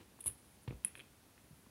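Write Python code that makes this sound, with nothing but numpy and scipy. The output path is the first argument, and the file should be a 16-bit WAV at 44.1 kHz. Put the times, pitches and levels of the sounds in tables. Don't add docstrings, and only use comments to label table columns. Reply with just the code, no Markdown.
import sys
import numpy as np
from scipy import signal
from scipy.fft import rfft, irfft
from scipy.io import wavfile

SR = 44100
rng = np.random.default_rng(int(sys.argv[2]) if len(sys.argv) > 2 else 0)


def unload_wav(signal):
    wavfile.write(
        sys.argv[1],
        SR,
        np.round(np.clip(np.atleast_2d(signal).T, -1, 1) * 32767).astype(np.int16),
    )


N = 74970

# (frequency [Hz], half width [Hz], level [dB])
SHELL_MODES = [(6910, 130, -40), (8390, 535, -27), (9000, 160, -13.5), (10060, 163, -0.5), (10490, 96, -11),
               (10890, 170, -14.5), (11630, 140, -33.5), (12600, 750, -34.5)]


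def shell_gain(hz):
    return sum(amp(db) / (1 + ((hz - centre) / width) ** 2) for centre, width, db in SHELL_MODES)


# (time [s], level [dB])
TICKS = [(.2410, -37), (.2612, -37), (.2676, -53), (0.27, -29.5), (0.2732, -41), (.2790, -22.5),
         (.8480, -18.5)]
# (frequency [Hz], level [dB])
TICK_SPECTRUM = [(3000, -12), (6000, 3.5), (8000, -2), (13000, 1.5), (14500, 2), (15500, -15.5)]


def claw_ticks():
    contact_s, top_hz = 0.000083, 13800
    slip_s, slip_db = 0.0032, -17.5
    tick = ring(lambda hz: shell_gain(hz) * amp(lookup(TICK_SPECTRUM, hz)))
    tick *= 1 - np.exp(-np.arange(len(tick)) / SR / contact_s)
    tick = signal.sosfilt(signal.butter(4, top_hz, fs=SR, output="sos"), tick)
    slips = [(s + slip_s / 10, slip_s, db + slip_db, 0) for s, db in TICKS]
    return impacts(TICKS, tick) + friction(slips, tick)


# (start [s], length [s], level [dB], growth [dB])
SCRAPES = [(0.193, .036, -64, 7), (0.247, 0.01, -53, -3), (.2055, 0.0085, -47.5, 0),
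           (0.26, 0.016, -35.5, 8.5), (0.284, 0.054, -51.5, -25.5), (.372, 0.033, -69, -9),
           (0.405, 0.16, -74, 0), (0.618, .026, -69.5, 2), (0.855, 0.03, -53.5, -11), (0.951, .037, -63, 3),
           (.991, 0.033, -68.5, -15), (1.436, .2, -78, 6)]
# (frequency [Hz], level [dB])
SCRAPE_SPECTRUM = [(700, 12), (3200, 33), (5000, 11), (7500, 1), (8800, 8.5), (10050, -2), (11200, 6.5),
                   (12200, 16.5), (13600, 7), (15500, 5)]


def scrapes():
    hard_db, knee_hz = -32, 11000
    out = np.zeros(N)
    for start_s, length_s, db, growth_db in SCRAPES:
        db_per_hz = 0.092 * max(hard_db - db, 0) / 1000

        def gain(hz):
            loss_db = db_per_hz * np.maximum(hz - knee_hz, 0)
            return shell_gain(hz) * amp(lookup(SCRAPE_SPECTRUM, hz) - loss_db)
        out += friction([(start_s, length_s, db, growth_db)], ring(gain))
    return out


# (time [s], level [dB], pitch [Hz], half width [cycles], rebound delay [s])
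KNOCKS = [(0.1902, -51, 1130, 0.48, .0011), (0.2409, -50, 2060, 0.41, .0012),
          (.2605, -50.5, 855, 0.78, 0.0012), (.6779, -44.5, 2960, 1.1, 0.0017),
          (0.6785, -47, 970, 1.7, 0.0024), (.7087, -47, 2190, 1.3, 0.00036),
          (0.8483, -32.5, 2350, 0.74, .00155), (.9539, -35.5, 2310, 0.54, 0.001196),
          (.9762, -49, 2550, 1.3, .0012), (0.9945, -40, 2560, 0.61, 0.00123),
          (1.0013, -38, 2630, 0.71, .0012), (1.0081, -42, 2680, 1.2, 0.00125),
          (1.3794, -51.5, 2040, 0.77, 0.00109), (1.665, -55.5, 915, 0.88, 0.0018)]


def ball_knocks():
    rebound_db, pitch_ratio, width_ratio = -7.5, 1.126, 1.58
    lead_s = 0.004
    t = np.arange(-lead_s, 2 * lead_s, 1 / SR)

    def click(cycles, width):
        return np.cos(2 * np.pi * cycles) * np.exp(-(cycles / width) ** 2)
    out = np.zeros(N)
    for s, db, hz, width, delay_s in KNOCKS:
        rebound = amp(rebound_db) * click(hz * pitch_ratio * (t - delay_s), width * width_ratio)
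        add(out, s - lead_s, amp(db) * (click(hz * t, width) + rebound))
    return out


# (time [s], level [dB])
SLAPS = [(.0084, -51), (.0265, -56), (.2603, -45.5), (.6778, -38.5), (.7086, -37), (.7255, -40.5),
         (1.665, -53)]
# (frequency [Hz], level [dB])
SLAP_SPECTRUM = [(40, -12.5), (150, -1), (300, 0), (470, -5), (620, -14), (1000, -18), (1400, -30),
                 (3800, -54), (5000, -69), (12000, -84)]
# (time [s], level [dB], pitch [Hz])
THUDS = [(.0005, -52, 256), (.0115, -54, 287), (0.2585, -48, 112), (0.268, -52, 60.5), (0.2875, -53, 117),
         (.678, -35.5, 121.7), (0.6871, -47, 58.3), (0.7088, -48, 147.5), (0.7236, -42, 138),
         (0.7395, -49.5, 62), (0.848, -49, 189), (0.973, -61.5, 131), (1.508, -49, 160),
         (1.528, -52.5, 149), (1.664, -55, 205)]
# (frequency [Hz], level [dB], T60 [s])
BOOM_MODES = [(98, -8.5, .13), (128.6, -26, 0.3), (198, -32, 0.093), (243.6, -23, 0.25), (325, -33.5, 0.42),
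              (491.5, -28, 0.19)]


def cushion_thuds():
    rise_s, t60_cycles = 0.0021, 11.7
    t = np.arange(SR // 2) / SR
    attack = 1 - np.exp(-t / rise_s)
    hits = impacts(SLAPS, ring(lambda hz: amp(lookup(SLAP_SPECTRUM, hz))))
    for s, db, hz in THUDS:
        add(hits, s, -amp(db) * attack * decay(t, t60_cycles / hz) * np.sin(2 * np.pi * hz * t))
    boom = sum(amp(db) * 2 * np.pi * hz / SR * decay(t, t60_s) * np.cos(2 * np.pi * hz * t)
               for hz, db, t60_s in BOOM_MODES)
    return hits + signal.fftconvolve(hits, boom)[:N]


# (start [s], length [s], level [dB], growth [dB])
BRUSHES = [(0, 0.0339, -65, -5), (.186, .02, -70, 4), (.258, 0.046, -59, -8), (.678, 0.0085, -52, -13),
           (.69, 0.055, -66.5, -12), (.84, .07, -66, -9), (.956, 0.064, -66, 1), (1.655, 0.015, -76, 4)]
# (frequency [Hz], level [dB])
CLOTH_SPECTRUM = [(60, -8), (300, 6.5), (800, -3.5), (1500, -5), (3200, -5.5), (4500, -12.5), (6500, -24),
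                  (15000, -57)]


def cloth_brushes():
    return friction(BRUSHES, ring(lambda hz: amp(lookup(CLOTH_SPECTRUM, hz))))


# (delay [s], relative level [dB])
ECHOES = [(.0046, -29), (0.0185, -25.5), (0.0322, -30)]
# (frequency [Hz], T60 [s])
ROOM_T60 = [(100, .14), (1000, 0.49), (3000, .3), (10000, 0.24), (15000, 0.37)]


def room(x, tail_db, echo_db, onset_s=0.00083):
    hz, t, spectra = signal.stft(rng.standard_normal(SR // 2), SR, nperseg=256)
    spectra *= decay(t, lookup(ROOM_T60, hz)[:, None])
    tail = signal.istft(spectra, SR, nperseg=256)[1]
    tail *= np.minimum(np.arange(len(tail)) / SR / onset_s, 1)
    response = amp(tail_db) * tail / np.linalg.norm(tail)
    for s, db in ECHOES:
        add(response, s, amp([db + echo_db]))
    return x + signal.fftconvolve(x, response)[:N]


# (frequency [Hz], relative density [dB])
HISS_SPECTRUM = [(20, -26), (40, -7), (60, 2), (120, -1), (250, -3), (450, -9), (800, -12.5), (1400, -16),
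                 (3200, -19), (7700, -22.5), (10000, -18.5), (12000, -21.5), (15500, -25)]


def hiss(rms_db=-64.5):
    gain = amp(lookup(HISS_SPECTRUM, np.fft.rfftfreq(N, 1 / SR)))
    noise = irfft(rfft(rng.standard_normal(N)) * gain, N)
    return amp(rms_db) * noise / np.sqrt(np.mean(noise ** 2))


def impacts(rows, response):
    out = np.zeros(N)
    for s, db in rows:
        add(out, s, amp(db) * response)
    return out


def friction(rows, response, catches_per_s=3500, spread_db=2.5):
    out = np.zeros(N)
    for start_s, length_s, db, growth_db in rows:
        n = int(length_s * SR)
        caught = rng.random(N)[:n] < catches_per_s / SR
        size = rng.standard_normal(N)[:n]
        catches = caught * np.sign(size) * amp(spread_db * np.abs(size))
        ramp = amp(growth_db * np.linspace(-0.5, 0.5, n))
        stroke = signal.fftconvolve(catches * ramp, response)
        add(out, start_s, amp(db) * stroke / np.sqrt(np.sum(stroke ** 2) / n + 1e-20))
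    return out


def ring(gain_at, size=4096):
    hz = np.abs(np.fft.fftfreq(size, 1 / SR))
    log_gain = np.log(np.maximum(gain_at(hz), 1e-6))
    spectrum = np.exp(np.conj(signal.hilbert(log_gain)))
    response = np.fft.ifft(spectrum).real[:size // 2]
    return response / np.abs(response).max()


def amp(db):
    return 10 ** (np.asarray(db) / 20)


def decay(t, t60_s):
    return np.exp(-np.log(1000) * t / t60_s)


def lookup(table, hz):
    table_hz, values = np.transpose(table)
    return np.interp(np.log(hz + 1), np.log(table_hz + 1), values)


def add(mix, start_s, sound):
    part = mix[max(round(start_s * SR), 0):][:len(sound)]
    part += sound[:len(part)]


def scene():
    shell = room(claw_ticks() + scrapes(), tail_db=-17.5, echo_db=5)
    knocks = room(ball_knocks(), tail_db=-10.5, echo_db=-19)
    couch = room(cushion_thuds() + cloth_brushes(), tail_db=-10.5, echo_db=0.5)
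    return (shell + knocks + couch + hiss())[None]


def record(dry):
    low_hz, high_hz = 38, 15850
    highpass = signal.butter(2, low_hz, "high", fs=SR, output="sos")
    lowpass = signal.firwin(511, high_hz, window=("kaiser", 9), fs=SR)
    return signal.oaconvolve(signal.sosfilt(highpass, dry), lowpass[None], "same")


dry = scene()
out = record(dry)
unload_wav(out)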